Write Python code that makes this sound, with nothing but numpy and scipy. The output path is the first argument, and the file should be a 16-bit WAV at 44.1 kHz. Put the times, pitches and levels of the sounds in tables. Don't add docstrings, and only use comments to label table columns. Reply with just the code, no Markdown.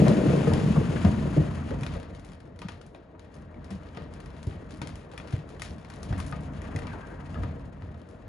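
import sys
import numpy as np
from scipy import signal
from scipy.fft import rfft, irfft, next_fast_len
from scipy.io import wavfile
from scipy.ndimage import uniform_filter1d

SR = 44100
rng = np.random.default_rng(int(sys.argv[2]) if len(sys.argv) > 2 else 0)


def persist_wave(psi):
    counts = np.round(np.clip(psi, -1, 1) * 32767).astype(np.int16)
    wavfile.write(sys.argv[1], SR, np.atleast_2d(counts).T)


N = 365148
HZ = np.fft.rfftfreq(N, 1 / SR)
TIME = np.arange(N) / SR
SHORT_TIME = TIME[:8192]
SHORT_HZ = np.fft.rfftfreq(8192, 1 / SR)


def gain_of(db):
    return 10 ** (np.asarray(db) / 20)


def evened(x):
    return x / np.sqrt(np.mean(x ** 2) + 1e-20)


def packed(db, sound):
    return gain_of(db) * sound / np.sqrt(np.sum(sound[0] ** 2) / (0.003 * SR))


def read(points, hz, axis=1):
    columns = np.transpose(points)
    return np.interp(np.log(hz + 1), np.log(columns[0] + 1), columns[axis])


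def add(mix, s, sound):
    part = mix[:, max(round(s * SR), 0):][:, :sound.shape[1]]
    part += sound[:, :part.shape[1]]


def ring(x, colour_db):
    log_gain = np.log(gain_of(np.r_[colour_db, colour_db[-2:0:-1]]))
    response = np.exp(np.conj(signal.hilbert(log_gain)))[:len(colour_db)]
    return irfft(rfft(x) * response, x.shape[-1])


def waver(per_s):
    return evened(irfft(rfft(rng.standard_normal(N)) * np.exp(-(HZ / per_s) ** 2), N))


def contact(per_s, spread_db, smooth):
    bumps = rng.random(N) < per_s / SR
    rush = rng.standard_normal((2, N))
    size = rng.standard_normal((2, N))[:, bumps]
    jolts = np.zeros((2, N))
    jolts[:, bumps] = np.sign(size) * gain_of(spread_db * np.minimum(size ** 2, 2.5))
    return evened(evened(jolts) + smooth * rush)


# f/Hz, width/Hz, level above the rest/dB
FRAME_RESONANCES = [(46.3, 0.69, 11), (82, 14.8, 6.5), (125, 15, 1.5), (144.1, 9.1, 7), (178.3, 7.3, 5.5),
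                    (227.7, 2, 6.5), (296.3, 92, 5.5), (468, 39, 4), (610.5, 7.4, 5), (625, 74, 2.5),
                    (943, 9.1, 6.5), (1890, 19, 7)]


def frame_db(hz):
    return sum(db / (1 + (2 * (hz - f) / width) ** 2) for f, width, db in FRAME_RESONANCES)


# f/Hz, fade time t/s
ROOM_FADE = [(100, 0.4), (500, 0.41), (2000, 0.58), (6000, 0.23), (12000, 0.16)]


def room(x):
    echoes = rng.standard_normal((2, SR // 2)) * (1 - np.exp(-TIME[:SR // 2] / 0.012))
    hz, t, bands = signal.stft(echoes, SR, nperseg=256)
    fade_db = -60 * t / read(ROOM_FADE, hz)[:, None]
    tail = signal.istft(bands * gain_of(fade_db), SR, nperseg=256)[1]
    return signal.fftconvolve(x, tail / np.linalg.norm(tail[0]), axes=1)[:, :N]


# t/s, level/dB
WHEEL_PACE = [(0.0, -20.5), (0.11, -21), (0.2, -23), (0.32, -22), (0.44, -23), (0.53, -23.5), (0.62, -23.5),
              (0.93, -25.5), (1.35, -27.5), (1.6, -31.5), (1.9, -35), (2.04, -39.5), (2.42, -48),
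              (2.8, -49.5), (3.08, -52.5), (3.45, -46.5), (3.7, -42.5), (4.1, -42), (5.0, -42), (5.75, -42),
              (6.2, -37.5), (6.7, -35), (7.1, -40), (7.43, -37.5), (7.75, -44), (8.05, -46.5), (8.28, -45)]
WALK_DB, RUN_DB = -40.5, -20.5
TROT_DB = -36


def pace(s):
    return np.interp(s, *np.transpose(WHEEL_PACE)) - WALK_DB


LOAD_DB, LOAD_S = 0.5, 0.0084


def footfall_load():
    since = (np.clip((TIME - row[0]) / LOAD_S, 0, 20) for row in THUMPS)
    return LOAD_DB * sum(u * np.exp(1 - u) for u in since)


# f/Hz, relative level/dB
FAST_RUMBLE_COLOUR = [(25, -3), (45, -23), (80, -9), (150, 1.5), (215, 4), (265, -9), (400, -10.5),
                      (700, -31), (2000, -57)]
SLOW_RUMBLE_COLOUR = [(25, -40.5), (45, -1), (85, -1), (120, -5), (175, -3.5), (270, -10), (370, -29),
                      (700, -16.5), (2000, -102)]
GROWL_COLOUR = [(150, -19.5), (300, -1.5), (470, 0.5), (640, -5), (820, -17.5), (1300, -27), (2500, -65),
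                (12000, -100)]
RUB_COLOUR = [(350, -3.5), (700, 0), (1000, 3.5), (1750, -1.5), (2300, -10.5), (3300, -20.5), (6000, -89.5)]
GRIT_COLOUR = [(1200, 3), (2600, 13.5), (3700, 6.5), (4700, 4.5), (5700, -0.5), (6600, 2), (7600, -2.5),
               (10000, -4.5), (14000, -44)]
WHIRR_COLOUR = [(40, 3), (90, 1.5), (300, 0.5), (430, 8.5), (600, 8.5), (1000, -5), (2000, -32),
                (4000, -19), (9000, -85)]
GROWL_DB, GROWL_SLOPE = -51.5, 0.53
RUB_DB, RUB_SLOPE = -52.5, 0.78
GRIT_DB, GRIT_SLOPE = -65, 1.256
CHATTER_FROM_DB, CHATTER_SLOPE = -27, 3.14
SWELL_S, SWELL_WIDTH_S, SWELL_DB = 6.99, 0.37, 4


def rolling():
    pace_db = pace(TIME)
    rumble_db = WALK_DB + pace_db
    chatter_db = CHATTER_SLOPE * np.maximum(rumble_db - CHATTER_FROM_DB, 0)
    growl_db = GROWL_DB + GROWL_SLOPE * pace_db + chatter_db
    swell_db = SWELL_DB * np.exp(-((TIME - SWELL_S) / SWELL_WIDTH_S) ** 2)
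    rub_db = RUB_DB + RUB_SLOPE * pace_db + swell_db
    grit_db = GRIT_DB + GRIT_SLOPE * pace_db
    speed = np.clip((rumble_db - TROT_DB) / (RUN_DB - TROT_DB), 0, 1)
    body_db = frame_db(HZ)

    def coloured(x, colour):
        return evened(ring(x, read(colour, HZ) + body_db))

    bumps = contact(per_s=90, spread_db=1.5, smooth=1.39)
    fast, slow = coloured(bumps, FAST_RUMBLE_COLOUR), coloured(bumps, SLOW_RUMBLE_COLOUR)
    unsteady_db = (1.05 + 0.22 * (3.5 - speed)) * waver(per_s=3.8)
    rumble = (speed * fast + (1 - speed) * slow) * gain_of(rumble_db + unsteady_db)
    growl = coloured(contact(per_s=70, spread_db=0.5, smooth=1.0), GROWL_COLOUR)
    growl = growl * gain_of(growl_db + 2.88 * waver(per_s=11.7))
    rub = coloured(contact(per_s=92, spread_db=0.5, smooth=9.3), RUB_COLOUR)
    rub = rub * gain_of(rub_db + 1.06 * waver(per_s=104))
    grit = coloured(contact(per_s=710, spread_db=-17.0, smooth=3.5), GRIT_COLOUR) * gain_of(grit_db)
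    whirr = gain_of(-55.5) * coloured(rng.standard_normal((2, N)), WHIRR_COLOUR)
    pressure_db = footfall_load() + 1.0 * waver(per_s=46)
    spurts_db = 3.54 * (1 - speed) * waver(per_s=36)
    return rumble + whirr + (growl + rub + grit * gain_of(spurts_db)) * gain_of(pressure_db)


# f/Hz, relative level/dB
RUSTLE_COLOUR = [(200, -14), (480, 2.5), (850, -1), (1400, 1), (2600, -4), (5000, -15), (12000, -41)]
RUSTLE_DB, RUSTLE_SLOPE = -60.5, 1


def rustle():
    crackle = contact(per_s=55, spread_db=7.0, smooth=0.3)
    grains = ring(crackle, read(RUSTLE_COLOUR, HZ) + frame_db(HZ))
    level_db = RUSTLE_DB + RUSTLE_SLOPE * np.minimum(pace(TIME), 6)
    return evened(grains + gain_of(3) * room(grains)) * gain_of(level_db)


# t/s, swing level/dB, pitch f/Hz, swell time t/s, peak level of the wooden knock against the swing/dB
THUMPS = [(0.002, -14.5, 177, 0.0066, -3), (0.101, -16, 219, 0.018, -3.5), (0.265, -12.5, 187, 0.0064, -2),
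          (0.305, -24.5, 112, 0.0079, 4), (0.471, -24.5, 160, 0.0049, 4.5), (0.53, -14, 117, 0.0039, -8),
          (0.769, -11.5, 150, 0.0081, -6.5), (0.885, -18, 150, 0.0091, -3.5),
          (0.949, -19.5, 170, 0.011, -7), (1.044, -11, 196, 0.0092, -0.5), (1.225, -32, 143, 0.007, -5),
          (1.371, -13.5, 152.3, 0.022, 0), (1.706, -30.5, 89.5, 0.016, 2), (1.807, -26.5, 128.5, 0.017, -4),
          (1.923, -40, 134, 0.017, 5), (2.647, -28, 177, 0.0072, -13), (3.704, -31, 190, 0.025, 0.5),
          (4.469, -19, 92, 0.0068, -15.5), (4.549, -34, 164, 0.0075, -1), (4.82, -33.5, 148, 0.0078, -10),
          (5.333, -15.5, 114, 0.0062, -20), (5.372, -31, 152, 0.015, -19), (6.104, -17, 83, 0.0055, -5.5),
          (6.744, -25.5, 93.5, 0.013, 1.5), (7.384, -24.5, 93, 0.012, -1), (7.82, -34, 92, 0.016, -9)]
# f/Hz, relative level/dB
THUMP_KNOCK_COLOUR = [(40, -27.5), (90, 11.5), (200, -3.5), (320, -7.5), (500, -10), (750, -10.5),
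                      (1200, -35), (3000, -42), (9000, -76)]


def thumps():
    t = SHORT_TIME
    wood_db = read(THUMP_KNOCK_COLOUR, SHORT_HZ) + frame_db(SHORT_HZ)
    out = np.zeros((2, N))
    for s, db, pitch_hz, swell, knock_db in THUMPS:
        u = t / swell
        swing = (u * np.exp(1 - u)) ** 2 * -np.sin(2 * np.pi * pitch_hz * t)
        swing = swing * np.array([[1], [0]])
        knock = ring(rng.standard_normal((2, len(t))) * np.exp(-t / 0.055), wood_db)
        knock = gain_of(knock_db) * knock / abs(knock).max()
        add(out, s, gain_of(db) * (swing + knock))
    return out + gain_of(-15.0) * room(out)


# t/s, length t/s, rms level/dB, ring f/Hz, width of each of two ring stages/Hz, share by which the ring falls
SCRAPES = [(0.058, 0.026, -34, 1483, 1500, .1), (0.098, 0.031, -39, 1400, 1200, 0.11),
           (0.283, 0.021, -36, 1300, 1400, .1), (0.485, 0.04, -43, 1373, 1290, .1),
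           (0.756, 0.021, -36.5, 1120, 500, 0.081), (0.956, 0.022, -38, 1730, 1100, 0.11),
           (6.131, 0.023, -51, 1894, 350, 0.12), (6.175, 0.039, -42.5, 1344, 1200, 0.12),
           (6.854, 0.077, -51, 2050, 900, 0.064), (6.908, 0.049, -47, 1680, 90, 0.15),
           (6.922, 0.052, -47.5, 930, 350, 0.11), (7.005, 0.061, -50.5, 1640, 50, 0.027),
           (7.007, 0.056, -55, 1330, 250, 0.034), (7.105, 0.04, -55, 1640, 150, 0.06),
           (7.195, 0.035, -54, 1320, 150, .03), (7.345, 0.06, -52.5, 1680, 70, 0.0041),
           (7.352, 0.029, -46, 1300, 69.6, 0.05), (7.356, 0.056, -61, 1350, 1500, 0.082),
           (7.442, 0.067, -64, 1750, 1500, 0.038)]
SCRAPE_ROUGH_DB = 2
SCRAPE_WAVER = 0.015


def scrapes():
    out = np.zeros((2, N))
    for s, length, db, ring_hz, width_hz, sag in SCRAPES:
        size = round(length * SR)
        decay = np.exp(-np.pi * width_hz / SR)
        real, imaginary, (grip, drift) = rng.standard_normal((3, 2, 8192))
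        catches = gain_of(SCRAPE_ROUGH_DB * evened(uniform_filter1d(grip, size=200)))
        fuzz = signal.lfilter([1], np.poly([decay, decay]), real + 1j * imaginary)
        fuzz = (fuzz * catches)[:, -size:]
        slips = SCRAPE_WAVER * evened(uniform_filter1d(drift, size=300))[:size]
        hz = ring_hz * (np.linspace(1, 1 - sag, size) + slips)
        turn = np.exp(2j * np.pi * np.cumsum(hz) / SR)
        drag = (fuzz * turn).real * signal.windows.tukey(size, .5)
        add(out, s, gain_of(db) * evened(drag))
    return out + gain_of(-12) * room(out)


# t/s, strength level/dB, panel resonance f/Hz
RIM_KNOCKS = [(0.065, -14.5, 573), (0.108, -21, 457), (0.292, -18.5, 367), (0.333, -17, 444),
              (0.472, -16.5, 465), (0.515, -24, 766), (0.76, -21, 494), (0.807, -23, 423), (0.93, -28, 466),
              (1.062, -22.5, 490), (1.112, -33, 394), (1.364, -17.5, 352), (1.712, -24, 437),
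              (1.955, -28.5, 514), (2.947, -43, 670), (3.701, -49, 520), (3.974, -31, 485),
              (4.468, -31.5, 346), (4.73, -33.5, 300), (4.819, -31.5, 278), (5.135, -37.5, 580),
              (5.325, -33, 298), (6.325, -34, 730), (6.624, -41, 397), (6.85, -38, 905)]
KNOCK_S, PANEL_DB_PER_OCTAVE = 0.015, 21.5


def knocks():
    out = np.zeros((2, N))
    for s, db, panel_hz in RIM_KNOCKS:
        octaves = abs(np.log2((SHORT_HZ + 1) / panel_hz))
        panel_db = np.maximum(-PANEL_DB_PER_OCTAVE * octaves, -80) + frame_db(SHORT_HZ)
        jolt = rng.standard_normal((2, len(SHORT_TIME))) * np.exp(-SHORT_TIME / KNOCK_S)
        add(out, s, packed(db, ring(jolt, panel_db)))
    return out + gain_of(-8.5) * room(out)


# f/Hz, relative level/dB
TOUCH_COLOUR = [(120, 6.5), (350, 2.5), (1000, 1.5), (2600, 4.5), (4000, 3.5), (5500, 3), (7200, 1),
                (10500, -1), (14000, -35)]
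CRACK_S = 0.0012
REBOUND_DB, REBOUND_S = -12, 0.007
GRAINS_PER_S, GRAIN_DB = 150, 0.5
ECHO_DB, ECHO_S, ECHO_TREBLE_S = -4, 0.06, 0.023
WOODY_DB, SHARP_DB, WOODY_LOSS = 7, -8, 0.63


def touch(db, ring_hz, hard_db, scuff_db, scuff_s):
    t, hz = SHORT_TIME, SHORT_HZ
    low, top = 1 / (1 + (hz / 2000) ** 4), 1 - 1 / (1 + (hz / 5500) ** 6)
    crack_shape = t * np.exp(-t / CRACK_S)
    rebound_s = REBOUND_S * rng.uniform(0.49, 1.34)
    crack_shape = crack_shape + gain_of(REBOUND_DB) * np.interp(t - rebound_s, t, crack_shape)
    snap, fibres, echoes = rng.standard_normal((3, 2, len(t)))

    treble = irfft(rfft(echoes) * top)
    tail = (echoes - treble) * np.exp(-t / ECHO_S) + treble * np.exp(-t / ECHO_TREBLE_S)
    fade_in_and_out = (1 - np.exp(-t / 0.0013)) * (1 - (t / t[-1]) ** 4)
    tail = gain_of(ECHO_DB) * evened(tail * fade_in_and_out)

    clumps = evened(uniform_filter1d(rng.standard_normal(len(t)), size=90))
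    loops = (rng.random(len(t)) < GRAINS_PER_S / SR) * rng.random(len(t))
    loops = uniform_filter1d(loops, size=24)
    grain = evened(gain_of(1.7 * clumps)) + gain_of(GRAIN_DB) * evened(loops)
    scuff = gain_of(scuff_db) * evened(fibres * grain * t * np.exp(-t / scuff_s))

    spot_db = 4 / (1 + ((hz - ring_hz) / (0.2 * ring_hz)) ** 2)
    unevenness = evened(uniform_filter1d(rng.standard_normal(len(hz)), size=50))
    modes_db = 3 / (1 + (hz / 4000) ** 4) * unevenness
    blow = evened(evened(ring(snap * crack_shape, spot_db + modes_db)) + scuff) + tail
    tilt_db = low * (WOODY_DB - WOODY_LOSS * hard_db) + top * (SHARP_DB + hard_db)
    return packed(db, ring(blow, read(TOUCH_COLOUR, hz) + frame_db(hz) + tilt_db))


# f/Hz, relative level/dB, time to fade by 60 dB t/s
WOOD_MODES = [(959, -4, 0.15), (1228, 0.5, 0.16), (1470, 3, 0.042), (1806, -1.5, 0.11), (1966, 6.5, 0.031),
              (2463, 3.5, 0.04), (2700, -4, 0.065), (3370, 1, 0.032)]
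SPOT_DB_PER_OCTAVE = 11


def wood_ring(db, ring_hz):
    t = SHORT_TIME
    detune = 1 + 0.013 * rng.standard_normal()
    sound = np.zeros((2, len(t)))
    for hz, mode_db, t60 in WOOD_MODES:
        level_db = mode_db - SPOT_DB_PER_OCTAVE * abs(np.log2(hz / ring_hz)) - 60 * t / t60
        sound += gain_of(level_db) * np.sin(2 * np.pi * (hz * detune * t + rng.random((2, 1))))
    return packed(db, sound * (1 - np.exp(-t / 0.00024)))


# t/s, strength level/dB, resonance f/Hz,
# hardness/dB (woody below 0, sharp above), level of the wood's ring against the tick/dB
TICKS = [(0.081, -22.5, 1630, 2.5, -16), (0.47, -24.5, 1020, -37, -8), (0.535, -23.5, 920, 2, -23),
         (1.048, -21, 1220, -6, -15), (1.707, -32.5, 915, -4.5, -22), (1.809, -40, 1600, 6, -20),
         (1.833, -31.5, 2530, 3, -4), (1.864, -29.5, 2600, -0.5, -11), (1.911, -47, 1300, -12, -8),
         (1.951, -38.5, 1400, -8, -3), (1.999, -41.5, 1500, 2, -20), (2.029, -39, 1500, -1, -21),
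         (2.149, -47, 5200, 3, -21), (2.195, -47, 2000, 5, -18), (2.403, -47, 2620, 2.5, -12),
         (2.56, -54, 2500, 2, -15), (2.59, -40.5, 1900, 4, -23), (2.617, -31.5, 1000, -3, -7),
         (2.625, -41, 1000, -4, -14), (2.685, -33.5, 950, 1, -3.5), (2.689, -36, 3330, -2, -7),
         (2.719, -43, 5000, 0, -18), (2.813, -41.5, 1445, 2.5, -20), (2.864, -54, 2090, 14, -20),
         (2.947, -40.5, 2620, -7, -13), (3.15, -48, 953, -27, -2), (3.194, -44.5, 1050, 1.5, -20),
         (3.244, -49, 1500, -5, -13), (3.542, -46, 2000, -11, -15), (3.644, -44, 5100, 2.5, -20),
         (3.709, -44.5, 1910, 7, -3), (3.971, -29.5, 1220, -7, -9), (4.137, -42, 982, 3.5, -23),
         (4.202, -41.5, 1010, 3.5, -12), (4.259, -44.5, 1000, 4, -18), (4.429, -41.5, 940, 7, -21),
         (4.771, -55, 1800, 18, -18), (4.816, -25.5, 1560, -1, -9), (4.872, -36, 1700, 6, -20),
         (4.89, -40, 1540, 2, -12), (4.955, -43, 2040, 10, -4), (5.136, -49, 2000, 3, -16),
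         (5.177, -32.5, 2670, 4, -1), (5.199, -31, 2700, -25, -7), (5.39, -45, 2400, -3, -8),
         (5.502, -40, 2000, -2, -13), (5.619, -28.5, 1950, 8.5, -3), (5.847, -40.5, 2000, -1.5, -10),
         (5.9, -37.5, 890, 4, -21), (6.03, -36.5, 915, 8, -10), (6.125, -29.5, 1230, -45, -6.5),
         (6.201, -31.5, 1430, 5, -8), (6.324, -32, 1270, -10, 1.5), (6.617, -44.5, 1850, 8, 3.5),
         (6.64, -49, 2500, -1, 0), (6.761, -33.5, 2050, 5, 0.5), (6.789, -39.5, 1910, 6, 1),
         (6.82, -38, 1500, -3, -1), (6.869, -34.5, 1010, -1.5, -7), (7.343, -33, 1070, -11, -10),
         (7.434, -29.5, 965, -7, -5.5), (7.51, -39, 1400, -19, -10), (7.821, -39.5, 1060, -9, -10),
         (7.889, -45.5, 1300, -20, -4), (7.943, -44, 1300, -10, -12)]
TICK_SCUFF_DB, TICK_SCUFF_S = -12.5, 0.037
PATTER_PER_S, PATTER_DB, PATTER_SPREAD_DB, PATTER_SLOPE = 4.8, -51.5, 2, 0.39


def ticks():
    out = np.zeros((2, N))
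    for s, db, ring_hz, hard_db, wood_db in TICKS:
        add(out, s, touch(db, ring_hz, hard_db, TICK_SCUFF_DB, TICK_SCUFF_S))
        add(out, s, wood_ring(db + wood_db, ring_hz))
    for k in range(int(PATTER_PER_S * N / SR)):
        s = (k + rng.random()) / PATTER_PER_S
        db = PATTER_DB + PATTER_SLOPE * pace(s) + PATTER_SPREAD_DB * rng.standard_normal()
        ring_hz, hard_db = rng.uniform(760, 1900), rng.uniform(-3, 2)
        add(out, s, touch(db, ring_hz, hard_db, TICK_SCUFF_DB, TICK_SCUFF_S))
    return out


# t/s, strength level/dB, hardness/dB
BRUSHES = [(1.937, -36.5, 2), (2.148, -46, 0), (2.247, -43, 6), (2.318, -42.5, 1), (2.454, -52, 1),
           (3.341, -46, 5), (3.649, -48, -4), (3.705, -38.5, 2.5), (3.868, -41.5, -4), (3.948, -37.5, -7),
           (4.02, -40, -5), (4.365, -41.5, -2), (4.468, -42, 5), (4.509, -37, -8), (4.707, -38.5, 4),
           (5.115, -39, 0), (5.273, -35.5, -1), (5.307, -41, 3), (5.325, -34, 0), (5.49, -42.5, 3.5),
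           (5.596, -34.5, 2.5), (5.649, -35.5, 2.5), (5.782, -45, 3), (5.937, -42, 7), (6.126, -32, -2.5),
           (6.179, -42, 15), (6.264, -40, 14), (6.407, -47, 7), (7.069, -54, 13), (8.088, -50.5, 7)]
BRUSH_SCUFF_DB, BRUSH_S, BRUSH_HZ = 1, 0.022, 1240


def brushes():
    out = np.zeros((2, N))
    for s, db, hard_db in BRUSHES:
        add(out, s, touch(db, BRUSH_HZ, hard_db, BRUSH_SCUFF_DB, BRUSH_S))
    return out


# f/Hz, likeness 0-1, level of left over right/dB, lead of left/radians
PORTS = [(70, .98, -.2, 0), (150, .955, .6, .22), (300, .88, 2.4, .55), (580, .66, 3.8, 1.1),
         (1250, .5, 5.5, -.85), (2100, .55, 6.5, -.3), (2700, .68, 8.5, 1.0), (4200, .77, 7.5, .6),
         (5900, .82, 6, .8), (7060, .88, 2, -.6), (8450, .96, 0, -3.14), (9730, .9, 0, -6.0),
         (11000, .9, 0, -6.7), (12300, .85, 1, -8.2)]


def scene():
    size = next_fast_len(N + 4096)
    hz = np.fft.rfftfreq(size, 1 / SR)
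    sources = rolling() + rustle() + thumps() + scrapes() + knocks() + ticks() + brushes()
    shared, apart = rfft(sources, size)
    same = np.clip(read(PORTS, hz, axis=1), 0, 1)
    balance_db, lead = read(PORTS, hz, axis=2), read(PORTS, hz, axis=3)
    right = same * shared + np.sqrt(1 - same ** 2) * apart
    right = right * np.exp(-1j * lead) / gain_of(balance_db)
    return irfft(np.array([shared, right]), size)[:, :N]


SHELF_HZ, EDGE_HZ = 11300, 15500


def record(dry):
    bass_cut = signal.butter(4, 37, "highpass", fs=SR, output="sos")
    lean = signal.sosfilt(bass_cut, dry)
    below_shelf = signal.firwin(511, SHELF_HZ, window=("kaiser", 9), fs=SR)
    below_edge = signal.firwin(511, EDGE_HZ, window=("kaiser", 9), fs=SR)
    treble_step = below_shelf + gain_of(-4.5) * (below_edge - below_shelf)
    return signal.oaconvolve(lean, treble_step[None], "same")


dry = scene()
out = record(dry)
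persist_wave(out)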